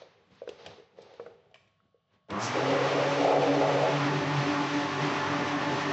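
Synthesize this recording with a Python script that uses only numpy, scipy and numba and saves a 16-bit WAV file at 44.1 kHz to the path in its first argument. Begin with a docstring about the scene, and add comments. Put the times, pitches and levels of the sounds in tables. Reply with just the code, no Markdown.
"""In a quiet kitchen, close to the phone, a hand rubs, taps and presses the plastic lid of a blender:
slipping skin is shaped noise, each touch a short push through the lid's resonances.
At the switch the motor runs up: wavering shaft tones and mains hum over noise for the churning liquid.
The loosely held lid then rattles on the jar, grains and a knock per turn through the same lid modes,
until a flat palm stills it. Room tone lies under all of it; a faint whine grows early and stays."""
import sys
import numpy as np
from scipy import signal
from scipy.fft import rfft, irfft, next_fast_len
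from scipy.io import wavfile
from scipy.ndimage import uniform_filter1d
from numba import njit

SR = 44100
rng = np.random.default_rng(int(sys.argv[2]) if len(sys.argv) > 2 else 0)


def store_wav(level_fs):
    """Save 16-bit WAV to argv[1]."""
    pcm = np.round(np.clip(np.atleast_2d(level_fs), -1, 1) * 32767)
    wavfile.write(sys.argv[1], SR, pcm.T.astype(np.int16))


N = 261072
T = np.arange(N) / SR  # time, s

# resonances of the plastic lid: f/Hz, nominal width/Hz, relative level/dB
LID_MODES = [(418, 20, -2.5), (477.7, 66, 4), (537.4, 68, 0.5), (642, 64, 3.5), (721, 73, 1), (830, 37, -2),
             (1004, 310, -7.5), (1800, 770, -11.5)]

SWITCH_S = 2.286
PALM_S, PALM_TAKES_S = 3.92, 0.203  # the palm comes down on the lid
BITE_S, BITE_DB = 0.01, -34.5  # how fast, and from how far down, the blender sets in


def motor():
    """Shaft tones waver in level and phase as the load sloshes; mains pull shifts some by 100 Hz."""
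    # the two strongest shaft tones: t/s, once-a-turn level/dB, twice-a-turn level/dB
    shake = [(2.5, -38, -48), (2.56, -44, -51), (2.7, -37, -28), (2.78, -40.5, -41.5), (2.84, -36, -45),
             (2.91, -41, -46), (2.96, -38, -37), (3.03, -37.5, -44), (3.18, -37, -37), (3.21, -48.5, -28.5),
             (3.28, -39, -37), (3.3, -48, -36.5), (3.4, -28.5, -30), (3.45, -40, -41.5), (3.5, -37, -29.5),
             (3.58, -34, -28.5), (3.6, -58, -28), (3.63, -35, -41.5), (3.73, -32, -44), (3.76, -32.5, -31),
             (3.79, -39, -38), (3.83, -31.5, -47), (3.88, -45, -41), (3.94, -29, -31), (3.99, -33, -40.5),
             (4.07, -35, -29), (4.12, -34, -36), (4.18, -32.5, -37), (4.22, -51, -35), (4.26, -32, -35),
             (4.29, -35.5, -32), (4.39, -27.5, -39.5), (4.49, -41.5, -28.5), (4.68, -43, -37.5),
             (4.79, -44.5, -28.5), (4.88, -48.5, -34), (5.05, -33, -41), (5.11, -46, -35.5),
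             (5.19, -44, -38), (5.23, -45, -50), (5.26, -55, -40), (5.29, -42.5, -40), (5.32, -35.5, -35.5),
             (5.36, -43.5, -32.5), (5.5, -44, -37), (5.57, -37, -28), (5.62, -56, -47), (5.67, -45, -32.5),
             (5.74, -39, -38), (5.8, -49, -36.5), (5.87, -36.5, -36), (5.92, -48, -38)]
    # higher shaft tones: multiple of the turn, mains shift f/Hz, relative level/dB
    tones = [(0, 100, -55), (1, 100, -56), (2, -100, -56), (2, 100, -51), (3, 0, -60), (4, 0, -50),
             (5, 0, -56), (6, 0, -48.5), (7.5, 0, -55), (7, 0, -53), (12, 0, -55), (12, 100, -53.5)]
    slow_shaft_db = -25  # the once-a-turn tone is weak while the rotor is slow
    tones_slow_db, tones_settle_s = 9, 0.21  # higher tones start louder, then settle
    tones_loose_db = -8.5  # higher tones, loose lid against held lid
    hum_db, hum_centre_s, hum_1db_s = -39, 2.27, 0.043  # bell in dB; 1 dB down after hum_1db_s
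    groan_hz, groan_width_hz, groan_db = 1040, 270, -41.5
    groan_s, groan_1db_s = 2.396, 0.023

    turn = 2 * np.pi * turns()
    once_db, twice_db = columns(shake)
    once_db = once_db + slow_shaft_db * since_on(.08) + walk(40)
    out = undb(once_db) * np.sin(turn + .55 * walk(20))
    out += undb(twice_db + 1.8 * walk(30)) * np.sin(2 * turn + .3 * walk(24))

    held = ramp(PALM_S, PALM_TAKES_S)
    effort = undb(tones_slow_db * since_on(tones_settle_s) + tones_loose_db * (0.5 - held))
    for k, shift_hz, db in tones:
        phase = k * turn + 2 * np.pi * shift_hz * T + (.6 + .05 * k) * walk(20)
        out += effort * undb(db + 2.2 * walk(20)) * np.sin(phase)

    # the slow rotor draws heavy current: mains hum and its overtones, fading as it gains speed
    overtones = ((1, .3), (2, 1), (3, .15))
    hum = sum(np.sin(2 * np.pi * 100 * k * T) * share for k, share in overtones)
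    out += hum * undb(hum_db - ((T - hum_centre_s) / hum_1db_s) ** 2 + 2 * walk(29.7))

    # the straining motor groans
    groan = ring(ring(rng.standard_normal(N), groan_hz, groan_width_hz), groan_hz, groan_width_hz)
    out += level(groan, groan_db) * undb(-((T - groan_s) / groan_1db_s) ** 2)
    return np.sqrt(2) * out * undb(BITE_DB * since_on(BITE_S)) * (T > SWITCH_S)


def churn():
    """Blades beat the liquid: dense splashes, each band flickering; spray carries the treble."""
    # spectrum of the splashing: f/Hz, relative level/dB
    churn_colour = [(100, -25.5), (140, -10.5), (215, -20.5), (260, -10), (305, -7), (350, -14),
                    (400, -6.5), (460, -15.5), (520, -13.5), (620, -11.5), (820, -10.5), (1000, -12.5),
                    (1600, -15.5), (3300, -24.5), (6200, -33.5), (7700, -45.5), (12000, -36)]
    # resonances of the jar: f/Hz, width/Hz, lift in level/dB
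    jar = [(181.5, 10, 7.5), (314.6, 4.5, 6), (854, 38, 2.5), (1086, 24, 1.5), (1148, 140, 4),
           (1401, 40, 2.5), (1954, 190, 3.5), (2460, 770, 3.5)]
    churn_db, slow_db, grow_s = -33.5, -6.5, 0.12
    spray_db, spray_s, spray_takes_s = -6.5, 2.37, 0.11
    early_db, loose_db = -8, 1.5  # before the blades bite; through the gap of the loose lid
    fling_hz, fling_width_hz, fling_db = 5500, 3200, -38
    fling_s, fling_1db_s = 2.45, 0.014

    db = churn_db + slow_db * since_on(grow_s) + BITE_DB * since_on(BITE_S)
    spray_db = spray_db + early_db * (1 - ramp(spray_s, spray_takes_s))
    spray_db = spray_db + loose_db * (1 - ramp(PALM_S, PALM_TAKES_S))

    rush = colour(rng.standard_normal(N) + 0.38 * grains(1200, 2.3), churn_colour)
    rush = rush + sum((undb(lift_db) - 1) * ring(rush, hz, w) for hz, w, lift_db in jar)
    low, high = cut(rush, 546, "low"), cut(rush, 2850, "high")
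    middle = cut(cut(rush, 810, "high"), 1610, "low")
    body = undb(-3 + 1.5 * walk(25)) * low + undb(.6 * walk(12)) * middle
    spray = undb(spray_db + 0.6 * walk(25)) * level(high, 0)
    body = body / np.std(middle) + spray

    # liquid thrown up the wall as the blades bite
    fling = ring(ring(rng.standard_normal(N), fling_hz, fling_width_hz), fling_hz, fling_width_hz)
    fling = undb(fling_db - ((T - fling_s) / fling_1db_s) ** 2) * level(fling, 0)
    return (undb(db) * body + fling) * (T > SWITCH_S)


def turns():
    """Shaft turns so far: the speed nears its loose-lid value, then gains a little under the palm."""
    first_hz, loose_hz, held_hz, run_up_s = 68, 142.2, 144.7, .165
    hz = loose_hz - (loose_hz - first_hz) * since_on(run_up_s)
    hz = hz + (held_hz - loose_hz) * ramp(PALM_S, PALM_TAKES_S)
    return np.cumsum(hz) / SR


def rattle():
    """The lid chatters on the shaking jar, partly in step with each turn."""
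    # jolts that throw the lid harder: t/s, relative level/dB
    jolts = [(2.606, -54), (2.711, -30.5), (2.851, -47), (3.208, -27), (3.241, -26.5), (3.27, -23.5),
             (3.305, -24), (3.36, -35), (3.418, -25), (3.613, -23), (3.69, -34), (3.831, -29.5)]
    jolt_rise_s, jolt_fall_s = 0.0048, 0.041
    rattle_s, rattle_db, stilled_db, buzz_db = 2.54, -28, -19, -4.5
    gripped_db, free_db = -5, -1  # upper modes come up as the fingers let go
    let_go_s, let_go_takes_s = 3.17, 0.059

    held = ramp(PALM_S, PALM_TAKES_S)
    size = undb(rattle_db)
    for s, db in jolts:
        size = size + undb(db) * ramp(s, jolt_rise_s) * np.exp(-abs(T - s) / jolt_fall_s)
    upper_db = gripped_db + (free_db - gripped_db) * ramp(let_go_s, let_go_takes_s)

    knocks = np.diff(np.floor(turns()), prepend=0) * undb(2 * walk(60))  # one a turn
    force = (grains(9000, .6) + 2.2 * knocks) * undb(.5 * walk(50))
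    chatter = size * cut(lid(force, upper_db), 392, "high") / 2
    # a buzz at four times the turn
    buzz = undb(buzz_db + 1.5 * walk(25)) * np.sin(8 * np.pi * turns() + 1.1 * walk(30))
    gate = ramp(rattle_s, 0.014) * (1 - held) * undb(stilled_db * held)
    return gate * (chatter + undb(rattle_db) * buzz)


def lid(force, upper_db):
    """A force rings the lid's modes; those above 620 Hz have their own share."""
    out = 0
    for hz, w, db in LID_MODES:
        mode = ring(ring(force, hz, w), hz, 3 * w)
        out = out + undb(db + upper_db * (hz > 620)) * level(mode, 0)
    return out


def taps():
    """A soft push rings the lid modes near its pitch; a nail or latch adds a short tick."""
    # taps, presses, the switch and the hardest knocks of the loose lid:
    # t/s, thump peak level/dB, pitch f/Hz, tick peak level/dB, tick f/Hz
    tap_list = [(0.019, -38, 560, -53, 2800), (.352, -70, 500, -64, 5200), (0.418, -30, 527, -68, 2000),
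                (0.434, -43, 500, -70, 2800), (.44, -72, 500, -64, 4500), (0.475, -29, 475, -37.5, 1190),
                (0.491, -31, 410, -36.5, 3180), (0.662, -40, 715, -33.5, 2700),
                (0.784, -43, 430, -62, 2800), (0.798, -43, 420, -57, 2800), (0.975, -51, 485, -67, 2800),
                (0.986, -36, 480, -50, 1500), (1.019, -59, 670, -50, 4140), (1.138, -44, 479, -52, 2800),
                (1.197, -30.5, 480, -37, 1170), (1.212, -43, 473, -66, 1500), (1.261, -41, 555, -41, 1100),
                (1.267, -38.5, 480, -57, 1300), (1.513, -53, 644, -66, 3100),
                (1.543, -49.5, 664, -41, 2450), (1.557, -54, 1110, -50, 2050), (1.676, -72, 600, -58, 2300),
                (1.802, -60, 1320, -74, 1300), (1.854, -58, 200, -71, 1500), (1.944, -54, 474, -74, 1200),
                (2.285, -48, 600, -59, 2800), (2.304, -34, 604, -34, 2850), (3.257, -10, 560, -30, 1500),
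                (3.311, -19.5, 470.4, -31, 1530), (3.427, -23, 533, -40, 1480),
                (3.612, -15, 607, -35, 1310), (3.835, -22.5, 640, -44, 3300)]
    # resonances of the latch: f/Hz, width/Hz, relative level/dB
    latch_modes = [(1180, 120, -9), (1990, 150, -2), (2350, 110, 2), (2560, 130, 1), (3000, 300, -7),
                   (4700, 300, -18)]
    latch_s = 1.542  # the tap at which the latch snaps

    out, t = np.zeros(N + SR // 4), T[:SR // 4]
    chance = rng.standard_normal((len(tap_list), len(t)))
    for (s, thump_db, hz, tick_db, tick_hz), noise in zip(tap_list, chance):
        push = np.sin(2 * np.pi * hz * t) * (t / .001) * np.exp(-t / .0017)
        slap = cut(ring(noise * np.exp(-t / .004), 2.2 * hz, 1.6 * hz), 1800, "low")
        modes = sum(undb(db) * ring(push, f, .4 * w) for f, w, db in LID_MODES)
        thump = push + 1.3 * modes + .4 * slap

        crack = noise * (np.exp(-t / 0.0048) + 0.064 * np.exp(-t / 0.014))
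        tick = .6 * ring(ring(crack, tick_hz, .8 * tick_hz), tick_hz, tick_hz)
        if abs(s - latch_s) < .005:
            scrape = noise * (np.exp(-t / .003) + .16 * np.exp(-t / .09))
            tick = tick + 3.5 * sum(undb(db) * ring(scrape, f, w) for f, w, db in latch_modes)

        i = int(s * SR)
        out[i:i + len(t)] += undb(thump_db) * thump / abs(thump).max()
        out[i:i + len(t)] += undb(tick_db) * tick / abs(tick).max()
    return out[:N]


def rub():
    """Skin slips over plastic: fine hiss, small slips that shake the lid, a rumble underneath."""
    # strokes of the fingers: start t/s, hold t/s, skin hiss level/dB, lid body level/dB, fade/(dB per s)
    strokes = [(0, 0.022, -60.5, -57.5, 63), (0.148, 0.047, -69, -72, 80), (.23, .06, -72, -82, 60),
               (0.318, 0.091, -66, -70, 62), (0.485, 0.047, -60.5, -55, 49), (0.6, 0.12, -56.5, -52, 82),
               (0.864, 0.12, -70.5, -68, 50), (0.983, .18, -63, -56.5, 65), (1.205, .03, -64, -54, 60),
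               (1.262, 0.023, -67, -53.5, 60), (1.56, 0.073, -73.5, -75, 84),
               (2.137, 0.018, -72, -72.5, 226)]
    # spectrum of the skin hiss: f/Hz, relative level/dB
    skin = [(530, -30), (900, -1), (1100, 1), (1370, -3), (2390, -1.5), (3290, -1.5), (3800, -0.5),
            (6730, -17), (7630, -97), (9920, -54), (16800, -120)]
    rise_db_s, body_steeper = 298, 1.09
    rumble_db, rumble_follows = -63.5, 0.75  # the rumble follows part of the hiss level

    start, hold, hiss_db, body_db, fade = np.transpose(strokes)[:, :, None]
    drop = rise_db_s * np.maximum(start - T, 0) + fade * np.maximum(T - start - hold, 0)
    hiss_db = (hiss_db - drop).max(axis=0)
    body_db = (body_db - body_steeper * drop).max(axis=0)
    rumble_db = rumble_db + rumble_follows * (hiss_db + 62.5) + 2.5 * walk(15.3)

    hiss = colour(rng.standard_normal(N) + 1.5 * grains(700, 2.3), [(300, -33)] + list(skin))
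    # lighter strokes are duller
    treble_db = np.minimum(0.59 * (hiss_db + 61.5), 0)
    hiss = cut(hiss, 3400, "low") + undb(treble_db) * cut(hiss, 2460, "high")
    slips = lid(grains(1500, 1.5) * undb(1.2 * walk(40)), -4)
    rumble = rng.standard_normal(N)
    rumble = ring(rumble, 105, 29) + 0.72 * ring(rumble, 171, 62)

    heard = undb(hiss_db + 0.68 * walk(26.6)) * level(hiss, 0.19)
    heard = heard + undb(body_db) * level(slips, -0.41)
    return heard + undb(rumble_db) * level(rumble, -0.043)


def kitchen():
    """Low room tone from shaped noise, with a faint whine that comes up between 1.3 and 1.6 s."""
    # spectrum of the room tone: f/Hz, relative level/dB
    room_colour = [(18, -49.5), (30, 13.5), (174, 17), (353, -15.5), (638, 11), (880, -4.5), (1000, -11),
                   (1100, 4), (1290, -1), (2620, -10.5), (2940, -0.5), (7000, -23.5), (9100, -45.5),
                   (15400, -120)]
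    room_db, whine_hz, whine_db = -73.5, 1103, -82.5
    tone = level(colour(rng.standard_normal(N), room_colour), room_db) * undb(2 * walk(3.1))
    whine = np.sin(2 * np.pi * whine_hz * T + .7 * walk(15))
    whine = np.sqrt(2) * undb(whine_db + 1.5 * walk(12)) * whine
    return tone + whine * np.interp(T, [1.3, 1.6], [.3, 1])


def kitchen_echo(near, blender):
    """The room answers with a decaying noise tail; the blender's lows are left out of it."""
    t60_s, near_db, blender_db = 0.54, -10.5, -14
    t = T[:SR // 2]
    tail = rng.standard_normal(len(t)) * np.exp(-np.log(1000) * t / t60_s) * (t > .004)
    sent = near * undb(near_db) + cut(blender, 341, "high") * undb(blender_db)
    return signal.fftconvolve(sent, tail / np.linalg.norm(tail))[:N]


def stereo_width(mid):
    """The two channels are almost the same; a smeared, flickering difference comes and goes, mostly in the
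    treble."""
    # side against mid before the flicker: f/Hz, level/dB
    side_gap = [(60, -14), (125, -46), (250, -55), (500, -52), (1000, -44), (2000, -38), (4000, -32),
                (8000, -22)]
    smear = rng.standard_normal(size=3000)
    side = colour(signal.fftconvolve(mid, smear / np.linalg.norm(smear)), side_gap)[:N]
    side = side * undb(9.0 * walk(20).clip(-4, 1.6))
    return np.array([mid + side, mid - side])


def undb(db):
    """Decibels to amplitude."""
    return 10 ** (np.asarray(db) / 20)


def level(x, db):
    """Set the RMS level in dB."""
    return x * undb(db) / np.sqrt(np.mean(x ** 2))


def columns(table):
    """Curve columns at every sample; the first column is time in s."""
    s, *rest = np.transpose(table)
    return [np.interp(T, s, c) for c in rest]


def walk(rate):
    """Random levels held 1 / rate s and slewed twice; spread near 1."""
    k = int(SR / rate)
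    steps = np.repeat(rng.standard_normal(N // k + 1), k)
    return 1.99 * uniform_filter1d(uniform_filter1d(steps, k), k)[:N]


def colour(x, table):
    """Shape a sound's spectrum by (f/Hz, level/dB) points."""
    hz, db = np.transpose(table)
    size = next_fast_len(len(x) + SR // 2)
    f = np.maximum(np.fft.rfftfreq(size, 1 / SR), 1)
    gain = undb(np.interp(np.log(f), np.log(hz), db))
    return irfft(rfft(x, size) * gain, size)[:len(x)]


def ring(x, hz, width):
    """One resonance, gain 1 at its centre."""
    return signal.lfilter(*signal.iirpeak(hz, hz / width, fs=SR), x)


def grains(per_s, spread_db):
    """Sparse clicks of uneven size and random sign."""
    chance, size = rng.random((N, 2)).T
    return (chance < per_s / SR) * undb(-spread_db * np.log(1 - size)) * rng.choice([-1, 1], N)


def cut(x, hz, kind):
    """Third-order low-pass or high-pass."""
    return signal.sosfilt(signal.butter(3, hz, kind, fs=SR, output="sos"), x)


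def ramp(s, takes):
    """Straight rise from 0 to 1, starting at s."""
    return np.clip((T - s) / takes, 0, 1)


def since_on(takes):
    """1 up to the switch, dying away after it."""
    return np.exp(-np.maximum(T - SWITCH_S, 0) / takes)


@njit
def since_peak(size, top, keep):
    """1 when the size passes top, dying away after."""
    out, e = np.empty(len(size)), 0.
    for i in range(len(size)):
        e = 1. if size[i] > top else e * keep
        out[i] = e
    return out


def scene():
    """Hand and blender with their echo, the dry rub and the kitchen, in two channels."""
    near = taps()
    blender = motor() + churn() + rattle()
    return stereo_width(near + blender + kitchen_echo(near, blender) + rub() + kitchen())


def record(dry):
    """The phone drops deep bass, turns loudness down, ducks after peaks, rounds tops, cuts treble."""
    hold_db, hold_share, hold_s = -25, 0.55, 0.017  # threshold, share of excess removed, memory
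    duck_at, duck_db, duck_s = .27, -5.5, .06  # a peak over this size drops the gain, which creeps back
    top_hz = 7750

    dry = cut(cut(dry, 78, "high"), 45, "high")
    keep = np.exp(-1 / (hold_s * SR))
    power = signal.lfilter([1 - keep], [1, -keep], dry.mean(axis=0) ** 2)
    loud_db = 10 * np.log10(power.clip(1e-12))
    dry = dry * undb(-hold_share * np.maximum(loud_db - hold_db, 0))

    duck = since_peak(abs(dry.mean(axis=0)), duck_at, np.exp(-1 / (duck_s * SR)))
    duck = signal.lfilter([.01], [1, -.99], duck)  # the drop takes about 2 ms
    dry = np.tanh(3 * dry * undb(duck_db * duck)) / 3
    return signal.sosfilt(signal.ellip(8, .3, 55, top_hz, fs=SR, output="sos"), dry)


dry = scene()
out = record(dry)
store_wav(out)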